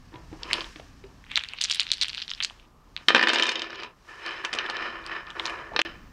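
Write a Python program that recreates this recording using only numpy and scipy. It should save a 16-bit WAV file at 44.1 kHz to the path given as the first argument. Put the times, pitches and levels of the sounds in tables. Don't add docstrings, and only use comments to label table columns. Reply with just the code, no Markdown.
import sys
import numpy as np
from scipy import signal
from scipy.fft import rfft, irfft, next_fast_len
from scipy.io import wavfile
from scipy.ndimage import uniform_filter1d, map_coordinates

SR = 44100
rng = np.random.default_rng(int(sys.argv[2]) if len(sys.argv) > 2 else 0)


def transcribe(signal):
    frames = np.atleast_2d(signal).T
    limited = np.clip(frames, -1, 1)
    pcm = np.round(limited * 32767).astype(np.int16)
    wavfile.write(sys.argv[1], SR, pcm)


N = 269892
TIME = np.arange(N) / SR
CRACK_HZ = 12000


def amp(db):
    return 10 ** (np.asarray(db) / 20)


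def unit(x):
    return x / np.sqrt(np.mean(x ** 2) + 1e-20)


def along(points, hz):
    point_hz, value = np.transpose(points)
    return np.interp(np.log(hz + 1), np.log(point_hz + 1), value)


def curves(rows):
    s, level, *columns = np.transpose(rows)
    level_curve = np.interp(TIME, s, level, -150, -150)
    return [level_curve] + [np.interp(TIME, s, column) for column in columns]


def wobble(rate):
    knots = rng.standard_normal(int(N * rate / SR) + 4)
    return map_coordinates(knots, [TIME * rate])


def filtered(x, response):
    size = next_fast_len(N + SR // 2)
    hz = np.fft.rfftfreq(size, 1 / SR)
    return irfft(rfft(x, size) * response(hz), size)[..., :N]


def coloured(x, spectrum):
    return unit(filtered(x, lambda hz: amp(along(spectrum, hz))))


def above(hz, edge_hz):
    return 1 / (1 + (edge_hz / (hz + 1)) ** 8)


def wavelets(s, hz, gain, turns):
    at = np.round(s * SR).astype(int)[:, None] + np.arange(-100, 100)
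    cycles = (at / SR - s[:, None]) * hz[:, None]
    phase = rng.uniform(0, 2 * np.pi, (len(s), 1))
    swell = gain[:, None] * np.exp(-(cycles / turns) ** 2)
    wave = swell * np.cos(2 * np.pi * cycles + phase)
    return np.bincount(at.ravel(), wave.ravel(), N + 200)[:N]


def burst(t, hz, t60, size):
    grain = np.hanning(size) * np.cos(2 * np.pi * hz * np.arange(size) / SR)
    noise = amp(-60 * t / t60) * rng.standard_normal(len(t))
    return np.convolve(noise, grain / np.linalg.norm(grain))[:len(t)]


# frequency in Hz, time to fall 60 dB in seconds.
ROOM_DECAY = [(300, 0.39), (2000, 0.22), (9000, 0.13)]


def room(x):
    out, step = np.zeros(N + SR), SR // 10
    for a in range(0, N, step):
        hz, t, noise = signal.stft(rng.standard_normal(SR // 4), SR, nperseg=128)
        decay = amp(-60 * t / along(ROOM_DECAY, hz)[:, None])
        tail = signal.istft(noise * decay, SR, nperseg=128)[1]
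        wet = signal.fftconvolve(x[a:a + step], tail / np.linalg.norm(tail))
        out[a + 40:][:len(wet)] += wet
    return out[:N]


# frequency in Hz, relative level in dB.
AIR_SPECTRUM = [(88, -13.5), (150, -18), (314, -23.5), (352, -18.5), (572, -22.5), (736, -22.5),
                (1200, -17.5), (1570, -34), (10500, -43), (11800, -42.5), (15500, -42)]
# frequency in Hz, relative level in dB.
RUMBLE_SPECTRUM = [(12, -33.5), (20, 8), (52, -5), (86, -12.5), (178, -15), (214, -17), (300, -17),
                   (390, -67), (660, -120)]
# time in seconds, level in dB.
RUMBLE_LEVEL = [(0.0, -48), (0.17, -44), (1.35, -46.5), (1.45, -53.5), (2.5, -52.5), (3.1, -51.5),
                (3.22, -73), (3.55, -65), (3.8, -55.5), (4.19, -58), (5.1, -50), (5.83, -49.5), (5.9, -43),
                (6.12, -43.5)]
# pitch in Hz, level in dB before the swell, start in seconds.
WHINES = [(11795, -79, 0), (14739, -73.5, 5.85)]
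AIR_DB = -60
WHINE_FOLLOWS, CALM_DB = 0.35, -47


def background():
    air = amp(AIR_DB) * coloured(rng.standard_normal(N), AIR_SPECTRUM)
    rumble_db, = curves(RUMBLE_LEVEL)
    rumble = amp(rumble_db) * coloured(rng.standard_normal(N), RUMBLE_SPECTRUM)
    tones = np.zeros(N)
    for hz, db, start in WHINES:
        tones += np.sqrt(2) * amp(db) * np.sin(2 * np.pi * hz * TIME) * (TIME >= start)
    return air + rumble + amp(WHINE_FOLLOWS * (rumble_db - CALM_DB)) * tones


# time in seconds, relative level in dB.
SKIN_LEVEL = [(0.0, -64.5), (0.44, -57), (0.59, -47), (0.94, -62), (1.26, -64), (1.36, -54.5), (1.6, -64),
              (1.82, -55.5), (2.5, -57), (2.75, -75), (3.1, -59), (3.4, -55), (3.75, -91), (4.1, -57.5),
              (4.71, -63), (5.3, -65.5), (5.45, -50.5), (5.63, -63), (6.12, -64.5)]
# frequency in Hz, relative level in dB.
SKIN_SPECTRUM = [(880, -34), (1500, -9), (1810, -6), (1940, -12), (2940, -11.5), (3410, -15.5), (5540, -12),
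                 (16000, -37.5)]


def skin():
    grain = rng.standard_normal(N) * amp(wobble(160))
    return amp(curves(SKIN_LEVEL)[0] + 1) * coloured(grain, SKIN_SPECTRUM)


# start in seconds, level in dB, pitch in Hz,
# time to fall 60 dB in seconds, scuff level in dB.
HAND_BUMPS = [(.140, -37, 318, 0.14, -42), (0.143, -44.5, 984, 0.28, -59), (0.157, -36, 116, 0.11, -41),
              (0.315, -30.5, 94, 0.034, -71), (0.328, -30, 315, 0.06, -46),
              (0.759, -39.5, 305, 0.11, -36.5), (.797, -33, 646, 0.032, -39.5),
              (1.039, -39, 394, 0.15, -43.5), (5.718, -29, 680, 0.033, -58), (5.735, -31, 885, 0.055, -45),
              (5.752, -33.5, 477, 0.15, -56)]


def bumps():
    out, t = np.zeros(N + SR), np.arange(SR // 5) / SR
    for s, db, hz, t60, scuff_db in HAND_BUMPS:
        soft_start = 1 - np.exp(-t / 0.00067)
        thud = amp(-60 * t / t60) * np.sin(2 * np.pi * hz * t) * soft_start
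        puff = amp(-16.5) * burst(t, 0.94 * hz, 3.8 * t60, size=61)
        scuff = amp(scuff_db) * burst(t, 2270, 0.025, size=25)
        out[round(s * SR):][:len(t)] += amp(db) * (thud + puff) + scuff
    return out[:N]


# pitch in Hz, relative level in dB,
# time to fall 60 dB in seconds when free of the hand.
TABLE_MODES = [(234, -18.5, 0.21), (333.9, -11, 0.34), (399, -18, 0.071), (509, -16.5, 0.056),
               (733, -18, 0.029), (994, -10, 0.22), (1226.5, -9.5, 0.12), (1584, -8, 0.055),
               (1767, 2.5, 0.029), (1810, -9.5, 0.034), (1864, -19, 0.13), (2443, -15, 0.11),
               (2417, -9.5, 0.078), (2650, -10.5, 0.1), (2910, -4.5, 0.057), (3100, 1, 0.05),
               (3650, -12.5, 0.15), (3650, -3, 0.023), (4200, -42, .06), (4410, -8.5, 0.0079),
               (5240, -7, 0.036), (5470, -12.5, 0.02)]


def wood(hz, ring, spot_db):
    response = 0
    for k, (mode_hz, db, t60) in enumerate(TABLE_MODES):
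        width = np.log(1000) / (np.pi * t60 * ring)
        resonance = 1j * hz * width / (mode_hz * mode_hz - hz * hz + 1j * hz * width)
        response = response + (-1) ** k * amp(db + spot_db[k]) * resonance
    return response


# a level curve of (time in seconds, level in dB), then bass, hollow tone and treble
# in dB over that level, the treble before it follows the strength.
DRAGS = [ ([(0.12, -62), (0.142, -59.5), (0.306, -81)], 2.6, 0, -1.1), ([(0.39, -65), (0.448, -49),
         (0.484, -51.5), (0.54, -43.5), (0.62, -48), (0.72, -67)], 0, 0, 8), ([(2.968, -56), (3.035, -54.5),
         (3.05, -68)], -19, -16, 3.7), ([(3.1, -39.5), (3.254, -37.5), (3.382, -34.5), (3.5, -36)],
         -1, -23, 0), ([(3.5, -41), (3.72, -49), (3.842, -46.5), (3.94, -66.5)], -0.29, -8, 6.6),
         ([(4.05, -76), (4.09, -48), (4.182, -49), (4.266, -38), (4.33, -38.5), (4.44, -44.5)],
         -10, -14, -2.3), ([(4.44, -36.5), (4.5, -44.5), (4.58, -34), (4.66, -37.5), (4.72, -36.5),
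         (4.834, -33.5), (4.94, -39.5), (5.04, -44)], -10.5, -19.5, -9.5), ([(5.04, -45.5), (5.118, -35.5),
         (5.2, -39), (5.244, -48.5), (5.3, -42.5), (5.35, -51)], -13.5, -18.5, -9.5), ([(5.35, -43),
         (5.396, -38.5), (5.43, -44.5), (5.46, -34.5), (5.54, -38.5), (5.706, -49.5), (5.76, -49)],
         -7, -11, -9.5), ([(5.85, -40), (5.91, -48.5), (6.12, -65.5)], -6.5, -24, 1)]
# frequency in Hz, relative level in dB.
GRIT_SPECTRUM = [(290, -53), (500, -17.5), (782, -16.5), (961, -3.5), (1500, -1), (1780, -13.5),
                 (1960, -9.5), (2440, -2.5), (3180, -14.5), (3460, -15), (4050, -10.5), (9000, -36),
                 (11700, -63), (19800, -120)]
BRIGHTEN, BRISK_DB = 0.58, -41.5
HOLLOW_HZ, HOLLOW_WIDE_HZ = 970, 158


def slide():
    slips = rng.standard_normal(N) * amp(2.2 * wobble(300) + 1.1 * wobble(40))
    spots = 3.5 * rng.standard_normal((3, len(TABLE_MODES)))
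    near = amp(6 * np.array([wobble(5) for _ in spots]))
    near = near / near.sum(axis=0)
    ringing = np.zeros(N)
    for share, spot_db in zip(near, spots):
        ringing += filtered(slips * share, lambda hz: wood(hz, 0.75, spot_db))
    ringing = unit(ringing)
    grit = coloured(slips, GRIT_SPECTRUM)

    low = unit(filtered(ringing + 0.3 * grit, lambda hz: above(hz, 210) - above(hz, 620)))
    mid = unit(filtered(ringing + 0.62 * grit, lambda hz: above(hz, 430) - above(hz, 2160)))
    high = unit(filtered(ringing + 1.84 * grit, lambda hz: above(hz, 2330) / (1 + (hz / 5000) ** 3)))
    hollow = unit(filtered(grit, lambda hz: 1 / (1 + ((hz - HOLLOW_HZ) / HOLLOW_WIDE_HZ) ** 2)))

    out = np.zeros(N)
    for level_curve, bass_db, hollow_db, treble_db in DRAGS:
        db, = curves(level_curve)
        touch = uniform_filter1d((db > -140) * 1., size=200)
        bright_db = treble_db + BRIGHTEN * (db - BRISK_DB)
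        mix = mid + amp(bass_db) * low + amp(hollow_db) * hollow + amp(bright_db) * high
        out += touch * amp(db) * mix
    return out


# first level in dB, fading in dB per second, typical pitch in Hz, mean treble in dB.
TUMBLE_BLOWS = (-26, 24, 2498, -46)
# start in seconds, end in seconds.
TUMBLE_SPAN = (3.16, 3.85)


def tumbles(count):
    start, end = TUMBLE_SPAN
    first_db, fade_db, hz, treble_db = TUMBLE_BLOWS
    s = rng.uniform(start, end, size=count)
    level_luck, pitch_luck, treble_luck = rng.standard_normal((3, count))
    db = first_db - fade_db * (s - start) + 4 * level_luck
    return zip(s, db, hz * np.exp(0.067 * pitch_luck), treble_db + 5 * treble_luck)


def strike(db, centre_hz, treble_db, ring_db, t, modes):
    hz = np.transpose(TABLE_MODES)[0]
    near_pitch = np.maximum(-22 * np.log2(hz / centre_hz) ** 2, -9)
    favour_db = np.where(hz > 600, near_pitch, -8)
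    ring = amp(favour_db + 3.5 * rng.standard_normal(hz.shape)) @ modes
    snap = burst(t, 1.247 * centre_hz, 0.016, size=21)
    crack = amp(-16.5) * burst(t, CRACK_HZ, 0.0027, size=7)
    tick = burst(t, 4140, 0.039, size=13) + crack
    return amp(db) * (amp(ring_db) * ring + amp(-5.0) * snap + amp(treble_db - 11.0) * tick)


# start in seconds, level in dB, favoured pitch in Hz,
# relative treble in dB.
TABLE_HITS = [(3.0844, 0.5, 2060, -11.5), (3.0931, -12, 1960, -24), (3.104, -8.5, 1510, -37),
              (3.1478, 1, 1990, -30), (3.1588, -7.5, 1820, -13), (3.1645, -6, 1910, -32),
              (3.18, -10.5, 2030, -22), (3.194, -11.5, 1980, -37), (3.2127, -11.5, 1900, -21),
              (3.227, -7.5, 2150, -12), (3.236, -7, 1840, -29), (3.2453, -34, 2440, -24),
              (3.272, -7, 1880, -26), (3.285, -10, 2120, -4), (3.2924, -11.5, 2570, -26),
              (3.3, -7, 1910, -39), (3.3162, -34, 1880, -29), (3.3334, -13, 2005, 3.5),
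              (3.3455, -14, 2780, -2), (3.3586, -10, 2090, -36), (3.385, -13.5, 2840, -9),
              (3.397, -10.5, 2430, -8), (3.4238, -8.5, 2900, -25), (3.433, -15.5, 2530, 1.5),
              (3.4415, -22, 2450, -22), (3.4554, -16.5, 2470, -26), (3.467, -17.5, 3200, -2),
              (3.4911, -10.5, 2970, -7), (3.517, -21, 2520, 1.5), (3.556, -16, 2860, -25),
              (3.5943, -21.5, 2860, -14), (3.6189, -18, 2730, -9), (3.7048, -29.5, 2420, -37),
              (3.7297, -30, 1820, -30), (3.7567, -29.5, 2820, -30), (3.781, -40, 2070, -31),
              (3.7996, -29, 2420, -39), (3.824, -27, 1190, -17.5), (3.8338, -24.5, 2500, -10),
              (3.846, -30, 2080, -29), (4.4489, -12.5, 2250, -8), (4.5294, -17.5, 2130, -28),
              (4.5356, -15.5, 2340, -24), (4.549, -20.5, 1380, -1), (4.5868, -13, 2700, -31),
              (4.6987, -16, 2130, -8), (5.4553, -21, 1750, -11), (5.763, -8.5, 2200, -42),
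              (5.7914, -3.5, 2210, -42), (5.7978, -11, 2270, -35)]
RING_DB, PALM_DOWN_S, PALM_DAMP_DB = -10.5, 4.0, -4


def knocks():
    out, t = np.zeros(N + SR), np.arange(SR // 3) / SR
    hz, level, t60 = np.transpose(TABLE_MODES)[:, :, None]
    envelope = amp(level - 60 * t / t60) * (1 - np.exp(-t / 0.0001)) * (1 - t / t[-1])
    modes = envelope * np.sin(2 * np.pi * hz * t)
    for s, *blow in list(TABLE_HITS) + list(tumbles(count=30)):
        ring_db = RING_DB + PALM_DAMP_DB * (s > PALM_DOWN_S)
        out[round(s * SR):][:len(t)] += strike(*blow, ring_db, t, modes)
    return filtered(out[:N], lambda hz: above(hz, 210))


# time in seconds, relative level in dB, typical pitch in Hz.
PALM_RATTLE = [(1.27, -62.5, 2300), (1.31, -37, 2520), (1.37, -43, 2900), (1.544, -43.5, 2700),
               (1.6, -39.5, 3800), (1.767, -31.5, 3500), (1.868, -47, 3590), (1.899, -38.5, 3900),
               (2.08, -40.5, 3600), (2.24, -41, 3870), (2.33, -97, 3800), (2.378, -38, 3080),
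               (2.45, -56, 3200), (2.66, -63, 3000)]


def jostle():
    db, hz = curves(PALM_RATTLE)
    out = np.zeros(N)
    # count, spread of levels in dB, layer level in dB, pitch scatter, width in turns
    for count, spread_db, level_db, scatter, turns in [(700, 1.6, -6, 0.087, 0.65), (6000, 1.8, -11, 0.14, 2.1)]:
        s = rng.uniform(PALM_RATTLE[0][0], PALM_RATTLE[-1][0], size=count)
        pitch = hz[(s * SR).astype(int)] * np.exp(scatter * rng.standard_normal(count))
        contacts = wavelets(s, pitch, amp(spread_db * rng.exponential(size=count)), turns)
        out += amp(db + level_db) * contacts / np.std(contacts[db > -140])
    return out


# time of the first touch's middle in seconds, level in dB, pitch in Hz, relative treble in dB.
SHARP_CLICKS = [(0.433, -13, 4200, -36), (0.512, -13.5, 2320, -31), (0.504, -22, 2140, -25),
                (0.5317, -0.5, 3660, -26.5), (0.54, -9, 3550, -41), (0.5516, -24, 2970, -25),
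                (0.571, -29, 3000, -21), (0.6075, -13, 3600, -42), (0.644, -22.5, 3400, -34),
                (1.241, -34, 2350, -25), (1.266, -35, 2200, -35), (1.316, -17.5, 2830, -25),
                (1.3578, -1.5, 3830, -28), (1.3672, -8, 4200, -37), (1.372, -10, 3900, -46),
                (1.3751, -2, 2960, -22), (1.393, -15.5, 3330, -39), (1.404, -23, 2770, -40),
                (1.41, -20, 2900, -40), (1.4474, -21, 3260, -31), (1.4373, -15, 3300, -20.5),
                (1.4876, -18.5, 4140, -23), (1.5356, -17.5, 2730, -23), (1.5866, -17.5, 3470, -40),
                (1.61, -15, 3560, -38), (1.6135, -4, 4230, -14.5), (1.62, -19, 4910, -7),
                (1.6224, -12.5, 3560, -14), (1.632, -19, 3990, -18), (1.639, -4.5, 5100, -21),
                (1.6444, -6, 5530, -23), (1.65, -11.5, 3170, -27), (1.6557, -12, 4100, -40),
                (1.6863, -21, 3350, -20), (1.6989, -8, 3530, -19), (1.7071, -11, 3400, -29),
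                (1.7111, -5.5, 3580, -21), (1.7135, -7.5, 4550, -16), (1.717, -6, 5400, -24),
                (1.7255, -9, 3950, -28), (1.7378, -19.5, 3550, -10), (1.7472, -13, 3660, -9),
                (1.7495, -13.5, 4230, -26), (1.797, 0.5, 3740, -37), (1.8065, -6.5, 3700, -42),
                (1.8107, -13, 3750, -46), (1.8157, -10.5, 3600, -30), (1.8321, -19, 3850, -15),
                (1.8677, -16.5, 3270, -33), (1.8905, -20, 3760, -40), (1.904, -15, 3510, -44),
                (1.9171, 1, 4000, -20), (1.9335, -15, 4250, -16), (1.938, -10.5, 4220, -22),
                (1.971, -25, 4220, -24), (1.9907, -30, 4200, -31), (2.0135, -3, 4360, -24),
                (2.021, -9, 3830, -19), (2.025, -3.5, 4430, -31), (2.028, -10, 4130, -22),
                (2.0321, -7.5, 4150, -18), (2.0455, -12, 3300, -32), (2.057, -18, 4080, -41),
                (2.0833, -16.5, 3160, -13.5), (2.095, -15, 4020, -37), (2.1, -16.5, 4020, -39),
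                (2.1315, -19, 3400, -27), (2.1474, -14.5, 3480, -23), (2.1734, -16.5, 3800, -47),
                (2.1797, -14, 3450, -35), (2.1862, -20, 4000, -50), (2.2014, -19, 3800, -44),
                (2.2188, -14, 3900, -45), (2.223, -13, 3850, -36), (2.2362, -23, 3970, -39),
                (2.2801, -18, 4000, -31), (2.295, -19, 3860, -33), (2.3036, -14, 4600, -33),
                (2.3151, -12.5, 3300, -33), (2.3363, -15.5, 3860, -49), (2.4038, -10, 3030, -41),
                (2.4103, -14.5, 2800, -45), (2.4255, -10, 3760, -37), (2.4283, -15, 3760, -20),
                (2.4328, -12, 4170, -27), (2.4365, -7, 5130, -33), (2.4477, -5.5, 3800, -15.5),
                (2.499, -24.5, 2730, -26), (2.598, -35.5, 3080, -28), (2.9651, -11.5, 3370, -32.5),
                (4.2633, -18, 4340, -23), (4.3092, -23, 2820, -26), (4.3798, -33, 3700, -36),
                (4.5319, -16, 4880, -26), (4.5391, -18, 2820, -12), (4.5884, -12, 3270, -37),
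                (4.6635, -19, 2900, -27), (4.7683, -18, 4170, -30), (5.0409, -32, 3270, -31),
                (5.0644, -19, 4330, -19), (5.2687, -30, 3840, -32), (5.3041, -23.5, 3400, -21),
                (5.397, -9.5, 3140, -33), (5.4558, -10, 4200, -25), (5.473, -20, 3600, -23),
                (5.4978, -20, 2410, -22), (5.736, -39, 4140, -30), (5.8166, -3, 2500, -19.5)]
REBOUND_S, REBOUND_DB, REBOUND_SPREAD_DB = 0.006, -9.5, 2.5
CRACK_DB, CRACK_GROWS = -3.5, 1.8


def clicks():
    s, db, hz, treble_db = np.transpose(SHARP_CLICKS)
    delay_luck, level_luck, pitch_luck = rng.standard_normal((3, len(s)))
    s = np.append(s, s + 0.00084 + REBOUND_S * np.abs(delay_luck))
    db = np.append(db, db + REBOUND_DB + REBOUND_SPREAD_DB * level_luck)
    hz = np.append(hz, hz * np.exp(0.26 * pitch_luck))
    treble_db = np.tile(treble_db, 2)
    touch = wavelets(s, hz, amp(db - 5.0), turns=0.63)
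    later_pulse = wavelets(s + 0.000494, hz, amp(db - 2.5), turns=1.0)
    pat = wavelets(s, 0.47 * hz, amp(db - 23), turns=1.0)
    edge_hz = 7300 * np.exp(0.1 * rng.standard_normal(len(s)))
    edge = wavelets(s, edge_hz, amp(db + treble_db + 8.5), turns=1.0)
    crack_gain = amp(CRACK_GROWS * db + treble_db + CRACK_DB)
    crack = wavelets(s, np.full(len(s), CRACK_HZ), crack_gain, turns=0.85)
    return touch + later_pulse + pat + edge + crack


def scene():
    palm = clicks() + jostle()
    table = knocks() + bumps()
    reverb = room(amp(-15) * palm + amp(-11.5) * table)
    return (palm + table + reverb + slide() + skin() + background())[None]


# start in seconds, end in seconds, gain in dB.
DIP = (5.8185, 5.85, -30)
TOP_HZ = 15850


def record(dry):
    x = filtered(dry, lambda hz: 1 / (1 + (33 / (hz + 1)) ** 4) / (1 + (hz / 11000) ** 2))
    start, end, dip_db = DIP
    x = x * np.where((TIME > start) & (TIME < end), amp(dip_db), 1)
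    x = x / (1 + np.abs(x) ** 8) ** (1 / 8)
    return filtered(x, lambda hz: 1 / (1 + (hz / TOP_HZ) ** 300))


dry = scene()
out = record(dry)
transcribe(out)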